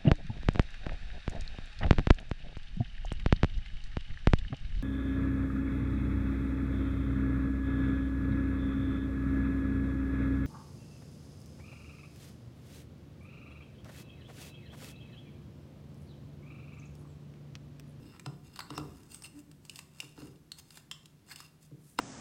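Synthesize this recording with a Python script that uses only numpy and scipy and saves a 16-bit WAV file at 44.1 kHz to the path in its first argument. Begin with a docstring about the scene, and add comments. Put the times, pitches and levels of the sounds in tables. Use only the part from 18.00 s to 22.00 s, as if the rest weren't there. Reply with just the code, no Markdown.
"""In a small quiet room, a wooden string puzzle is worked by hand, close by.
A cotton cord rubs through the wood in short rustling pulls and groans once when taut.
Beads and a ring click against the rods, and the frame takes a few hollow knocks.
Under it all lie the dull rumble of the hands, a faint hum and the room's air."""
import sys
import numpy as np
from scipy import signal
from scipy.fft import rfft, irfft
from scipy.io import wavfile

SR = 44100
rng = np.random.default_rng(int(sys.argv[2]) if len(sys.argv) > 2 else 0)


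def persist_wave(psi):
    """Save psi, clipped to +-1, as 16-bit WAV."""
    counts = np.round(np.clip(psi, -1, 1) * 32767).astype(np.int16)
    wavfile.write(sys.argv[1], SR, np.atleast_2d(counts).T)


N = 176400
TIME = np.arange(N) / SR
HIT = TIME[:SR // 2]  # the half-second clock of one hit
ATTACK = 176  # samples: a hit's level is set over its first 4 ms
CONTACT_RISE_S, CRACK_FADE_S, HOLLOW_FADE_S = 0.00044, 0.02, 0.022
CUTOFF_HZ = 15850

# the tones the rods ring with: pitch_hz, level_db, fade_s
ROD_TONES = [(2772, 1.5, 0.024), (3120, -7.5, 0.017), (3675, 3, 0.012), (4190, -3, .012),
             (5150, 5.5, 0.0095), (7600, -11.5, 0.013), (8320, -12, 0.024)]
# the tone colour of a sharp crack: pitch_hz, level_db
CRACK_COLOUR = [(1500, -14.5), (4500, -2.5), (6200, -4), (8300, 0), (10000, -10), (16000, -14.5)]
# the tone colour of hollow wood: pitch_hz, level_db
HOLLOW_COLOUR = [(250, -8.5), (550, -15), (900, -4), (1350, -6), (1900, -10.5), (5000, -32)]
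# knocks on the frame: start_s, wood_db, crack_db, thump_db, boom_db
FRAME_KNOCKS = [(0.2611, -38.5, -42.5, -49.5, -40), (0.7036, -41.5, -44.5, -46, -47.5),
                (0.7776, -33.5, -39.5, -42.5, -43.5), (.797, -49, -54, -44, -53),
                (2.029, -58.5, -77, -58.5, -56), (2.177, -56, -61, -52, -61), (2.22, -59, -59, -49, -51.5),
                (3.713, -74, -95, -55, -49.5), (3.988, -22.5, -31.5, -33, -48.5)]


def amp(db):
    """Turn decibels into a gain."""
    return 10 ** (np.asarray(db) / 20)


def unit(x, size=None):
    """Scale to an average (rms) level of 1 over the first samples, or over all."""
    return x / np.sqrt(np.mean(x[:size] ** 2) + 1e-20)


def at_hz(points, hz):
    """Read between a table's rows, with octaves evenly spaced."""
    pitches, values = np.transpose(points)
    return np.interp(np.log(np.maximum(hz, 1)), np.log(pitches), values)


def colour(x, points):
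    """Turn each pitch of a sound up or down as a table says."""
    hz = np.fft.rfftfreq(len(x), 1 / SR)
    return irfft(rfft(x) * amp(at_hz(points, hz)), len(x))


def noise(points, size):
    """Noise with a given tone colour."""
    return unit(colour(rng.standard_normal(size), points))


def narrow(hz, width_hz, size):
    """Noise around one pitch; around 0 Hz it is a random wobble."""
    distance = 2 * (np.fft.rfftfreq(size, 1 / SR) - hz) / width_hz
    return unit(irfft(rfft(rng.standard_normal(size)) / (1 + distance ** 2), size))


def fade(fade_s):
    """Die away by 60 dB in fade_s seconds."""
    return amp(-60 * HIT / fade_s)


def swell(peak_s, rise_s, fall_s):
    """A rounded rise and fall around a moment."""
    return np.exp(-((TIME - peak_s) / np.where(TIME < peak_s, rise_s, fall_s)) ** 2)


def build_up(rise_s):
    """Wood gives a little, so a blow takes a moment to build."""
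    return 1 - np.exp(-HIT / rise_s)


def struck(tones, tuning=1):
    """A struck object rings with fading tones, their strengths new at every blow."""
    out = np.zeros(len(HIT))
    for k, (hz, db, fade_s) in enumerate(tones):
        strength = (-1) ** k * amp(db + 2.5 * rng.uniform(-1, 1))
        out += strength * np.sin(2 * np.pi * hz * tuning * HIT) * fade(fade_s)
    return out


def burst(points, fade_s):
    """The short noisy part of a hit."""
    return unit(noise(points, len(HIT)) * fade(fade_s), ATTACK)


def add(out, start_s, x):
    """Mix a sound in at a given time."""
    i = int(np.clip(start_s * SR, 0, N - 1))
    out[i:i + len(x)] += x[:N - i]


def background():
    """Hands rumble on the frame, over a wavering hum and the room's air."""
    # how loud the hands are: time_s, level_db
    hand_levels = [(0, -49), (.2, -56.5), (.68, -57.5), (.84, -46.5), (1.0, -57.5), (1.9, -61.5),
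                   (2.12, -64), (2.25, -53.5), (2.45, -63), (4.0, -64.5)]
    # the tone colour of the hands: pitch_hz, level_db
    rumble_colour = [(35, -17.5), (65, -0.5), (145, 0.5), (300, -4.5), (1500, -44)]
    # the tone colour of the air: pitch_hz, level_db
    air_colour = [(18, -55), (30, 1.5), (149, -17.5), (616, -11), (16000, -25.5)]
    rumble = amp(np.interp(TIME, *np.transpose(hand_levels))) * noise(rumble_colour, N)
    hum = amp(-64) * narrow(hz=151.4, width_hz=15.3, size=N)
    return rumble + hum + amp(-71.5) * noise(air_colour, N)


def friction():
    """Fibres make tiny slips over a smooth rub, catching and letting go."""
    slips_per_s, spread_db, catch_db, catch_hz = 1500, 4.5, 2.5, 70
    slipping = rng.random(N) < slips_per_s / SR
    strength = amp(spread_db * np.minimum(rng.exponential(1, N), 4))
    slips = unit(slipping * strength * rng.choice([-1, 1], N))
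    smooth = 0.64 * rng.standard_normal(N)
    return unit((slips + smooth) * amp(catch_db * narrow(0, 2 * catch_hz, N)))


def cord_turning(x):
    """Narrow bands of pitch swell and sink on their own as the twisted cord turns over the wood."""
    drift_hz, swing_db = 14, 2.6
    edges_hz = np.geomspace(1500, 17000, 25)
    band = np.digitize(np.fft.rfftfreq(N, 1 / SR), edges_hz)
    steps_s = np.linspace(0, N / SR, int(2 * drift_hz * N / SR))
    spectrum, out = rfft(x), np.zeros(N)
    for k in range(len(edges_hz)):
        drift = np.interp(TIME, steps_s, rng.standard_normal(len(steps_s)))
        out += irfft(spectrum * (band == k), N) * amp(swing_db * drift)
    return out


def cord_pulls():
    """Each pull hisses, rubs the rods and the frame into sound, and now and then rasps."""
    # pulls of the cord: peak_s, rise_s, fall_s, hiss_db, rods_db, hollow_db
    pulls = [(0.171, .15, 0.013, -73, -64.5, -65), (.46, 0.032, 0.074, -70, -68.5, -74),
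             (0.578, 0.042, 0.027, -62.5, -62, -62), (.768, 0.064, 0.032, -63, -59.5, -57),
             (.86, 0.066, 0.39, -69.5, -73.5, -71), (1.127, 0.024, 0.053, -56.5, -62, -72.5),
             (1.245, 0.008, 0.025, -55, -54, -61.5), (1.386, 0.039, 0.022, -62.5, -66.5, -71.5),
             (1.785, 0.11, 0.032, -60.5, -69, -68.5), (2.03, 0.08, 0.068, -64, -66.5, -66),
             (2.201, 0.036, 0.1, -63, -63.5, -63.5), (2.598, 0.02, 0.0043, -55, -60, -62),
             (2.765, 0.075, 0.043, -61, -65.5, -76), (3.315, 0.036, 0.031, -58.5, -60, -61.5),
             (3.403, 0.046, 0.059, -60, -59.5, -68), (3.633, 0.019, 0.034, -64, -71, -78)]
    # the tone colour of the fibres' hiss: pitch_hz, level_db
    fibre_colour = [(1500, -19), (5000, -2), (6300, 2.5), (8400, 2), (10000, -3), (16000, -8)]
    # the rub catches and rasps; in the row at 3.9 s the cord slides with a smooth high hiss:
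    # peak_s, half_length_s, pitch_hz, level_db, width (share of the pitch)
    catches = [(0.768, 0.015, 5430, -51, .06), (1.141, 0.034, 8450, -55.5, .1),
               (1.243, 0.021, 8650, -54.5, .06), (1.247, .008, 2760, -48, 0.036),
               (3.317, 0.0046, 4310, -49, 0.11), (3.315, 0.014, 1850, -49, .5),
               (3.312, 0.019, 7750, -56.5, 0.12), (3.9, 0.085, 9300, -66, 0.85)]
    rough_db, rough_hz = 3, 300
    power = sum(np.outer(amp(levels_db), swell(peak_s, rise_s, fall_s)) ** 2
                for peak_s, rise_s, fall_s, *levels_db in pulls)
    hiss_gain, rods_gain, hollow_gain = np.sqrt(power)
    rub = friction()
    rasps = sum(amp(db) * swell(peak_s, half_s, half_s) * narrow(hz, width * hz, N)
                for peak_s, half_s, hz, db, width in catches)
    roughness = unit(amp(rough_db * narrow(0, 2 * rough_hz, N)))
    hiss = hiss_gain * unit(colour(rub, fibre_colour))
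    rods = rods_gain * unit(signal.fftconvolve(rub, struck(ROD_TONES))[:N])
    rustle = cord_turning(hiss + rods)
    hollow = hollow_gain * unit(colour(friction(), HOLLOW_COLOUR))
    return rustle + hollow + roughness * rasps


def rod_tap():
    """The rods ring a little higher or lower with every change of grip."""
    return unit(struck(ROD_TONES, tuning=1 + 0.05 * rng.uniform(-1, 1)), ATTACK)


def clicks():
    """A bead or the ring hits the rods: both ring, with a crack and a light clack of the frame."""
    # the hits: start_s, piece_db, pitch_hz, rods_db, clack_db, crack_db
    hits = [(0.1957, -56, 2420, -54, -52, -50.5), (0.5595, -47, 4400, -51, -54, -49.5),
            (0.591, -40.5, 4800, -45.5, -36.5, -45), (0.6038, -42, 4460, -47, -41, -60),
            (1.1448, -52, 8250, -55, -60, -45.5), (1.2214, -52, 5510, -58, -56.5, -50),
            (1.514, -72, 2820, -75, -64, -55.5), (1.6509, -65, 5200, -64, -63, -52),
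            (1.696, -42, 2910, -44.5, -68, -43.5), (1.758, -54, 5120, -50.5, -66, -45),
            (1.7898, -48, 2660, -47.5, -46.5, -44), (2.002, -38, 2800, -36, -68, -37),
            (2.518, -38, 4310, -53.5, -53.5, -41), (2.706, -57, 4960, -58, -61, -53.5),
            (2.7718, -56, 4930, -59, -50, -49), (2.9128, -36.5, 3193, -42.5, -45.5, -41),
            (3.057, -58.5, 3850, -59.5, -70, -53.5), (3.3593, -50, 2900, -54, -70, -45),
            (3.4028, -54, 5320, -55, -48, -45.5)]
    # a loose piece shivers on after its click: start_s, pitch_hz, level_db
    shivers = [(.604, 4300, -56.5), (0.605, 7840, -61), (.604, 1450, -58.5), (2.915, 3210, -52.5),
               (2.913, 5330, -56), (2.912, 7400, -58)]
    piece_fade_s = 0.02
    out = np.zeros(N)
    cut_bass = signal.butter(2, 1110, "high", fs=SR, output="sos")
    for start_s, piece_db, hz, rods_db, clack_db, crack_db in hits:
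        piece_tones = [(hz, 0, piece_fade_s), (0.86 * hz, -3.5, piece_fade_s / 2)]
        piece = amp(piece_db) * unit(struck(piece_tones), ATTACK)
        hollow = burst(HOLLOW_COLOUR, HOLLOW_FADE_S)
        clack = amp(clack_db) * unit(signal.sosfilt(cut_bass, hollow), ATTACK)
        rods = amp(rods_db) * rod_tap()
        crack = amp(crack_db) * burst(CRACK_COLOUR, CRACK_FADE_S)
        add(out, start_s, build_up(CONTACT_RISE_S) * (piece + rods + crack + clack))
    for start_s, hz, db in shivers:
        shiver = narrow(hz, 0.1 * hz, len(HIT)) * fade(0.17)
        add(out, start_s, amp(db) * unit(shiver, size=1300))
    return out


def touches():
    """Pieces graze the rods just before a knock, and tick faintly as the hands shift."""
    ticks_per_s = 5
    graze = sum(amp(min(-46.5, wood_db - 15.5)) * swell(knock_s, 0.0072, CONTACT_RISE_S)
                for knock_s, wood_db, *_ in FRAME_KNOCKS)
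    out = graze * unit(signal.fftconvolve(friction(), struck(ROD_TONES))[:N])
    for when, softness in rng.random((int(ticks_per_s * N / SR), 2)):
        tick = rod_tap() + burst(CRACK_COLOUR, CRACK_FADE_S) / 2
        add(out, when * N / SR, amp(-64 - 10 * softness) * build_up(CONTACT_RISE_S) * tick)
    return out


def knocks():
    """The frame gives a dull crack, brighter when hit harder; a low thump and boom build up after it."""
    # the frame's own tones: pitch_hz, level_db, fade_s
    frame_tones = [(732, -7.5, 0.059), (906, 2.5, 0.019), (1019, 4.5, 0.02), (1218, -2.5, 0.029),
                   (1387, -1, 0.024)]
    # the low tones a knock wakes: pitch_hz, level_db, fade_s
    thump_tones = [(265.5, -4.5, 0.18), (295.9, 3, 0.29), (333.3, -7.5, 0.51), (392, -11, 0.48),
                   (439.5, -5.5, 0.18), (490, 2.5, 0.047)]
    # the deepest tones: pitch_hz, level_db, fade_s
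    boom_tones = [(130, 5.5, .15), (144.6, 5, 0.27), (179.6, -8.5, 0.44)]
    out = np.zeros(N)
    usual_db = np.median([wood_db for _, wood_db, *_ in FRAME_KNOCKS])
    for start_s, wood_db, crack_db, thump_db, boom_db in FRAME_KNOCKS:
        octaves_up = max(wood_db - usual_db, 0) / 14
        cut_treble = signal.butter(2, min(7500 * 2 ** octaves_up, CUTOFF_HZ), fs=SR, output="sos")
        wood = unit(struck(frame_tones), ATTACK) + burst(HOLLOW_COLOUR, HOLLOW_FADE_S) / 2
        crack = rod_tap() + amp(-3.5) * burst(CRACK_COLOUR, CRACK_FADE_S)
        blow = signal.sosfilt(cut_treble, amp(wood_db) * wood + amp(crack_db) * crack)
        thump = amp(thump_db) * unit(struck(thump_tones) * build_up(0.0012), size=1300)
        boom = amp(boom_db) * unit(struck(boom_tones) * build_up(0.0073), size=2200)
        add(out, start_s, build_up(CONTACT_RISE_S) * blow + thump + boom)
    return out


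def cord_groan():
    """The taut cord sticks and slips at a low, wavering pitch."""
    # the one groan: peak_s, rise_s, fall_s, pitch_hz, level_db
    groan = (1.378, .032, .048, 288, -48)
    peak_s, rise_s, fall_s, hz, db = groan
    wavering_hz = hz * (1 + 0.025 * narrow(0, 83, N))
    phase = 2 * np.pi * np.cumsum(wavering_hz) / SR
    tone = np.sqrt(2) * (np.sin(phase) + amp(-27) * np.sin(2 * phase))
    return amp(db) * swell(peak_s, rise_s, fall_s) * tone


def room(x):
    """The walls send back a blur of echoes whose treble dies first."""
    # how long the echoes last: pitch_hz, fade_s
    echo_fades = [(300, 0.68), (2000, 0.51)]
    # their tone colour: pitch_hz, level_db
    echo_colour = [(150, -3.5), (400, 3), (3000, -5), (15000, -3.5)]
    delay_s = 0.0028
    edges_hz = np.geomspace(80, 18000, 9)
    tail = np.zeros(len(HIT))
    for low, high in zip(edges_hz, edges_hz[1:]):
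        band = signal.butter(2, [low, high], "band", fs=SR, output="sos")
        fade_s = at_hz(echo_fades, np.sqrt(low * high))
        tail += signal.sosfilt(band, rng.standard_normal(len(HIT))) * fade(fade_s)
    tail = colour(tail / np.sqrt(np.sum(tail ** 2)), echo_colour)
    tail *= np.clip(HIT / delay_s - 1, 0, 1) * (1 - HIT / HIT[-1])  # start late, end in silence
    return amp(-6) * signal.fftconvolve(x, tail)[:N]


def scene():
    """The puzzle close by, with its room, in one channel."""
    puzzle = clicks() + knocks() + touches() + cord_pulls() + cord_groan()
    return (puzzle + room(puzzle) + background())[None]


def record(dry):
    """The very highest treble is cut steeply."""
    return signal.sosfilt(signal.ellip(10, .1, 70, CUTOFF_HZ, fs=SR, output="sos"), dry)


dry = scene()
out = record(dry)
persist_wave(out)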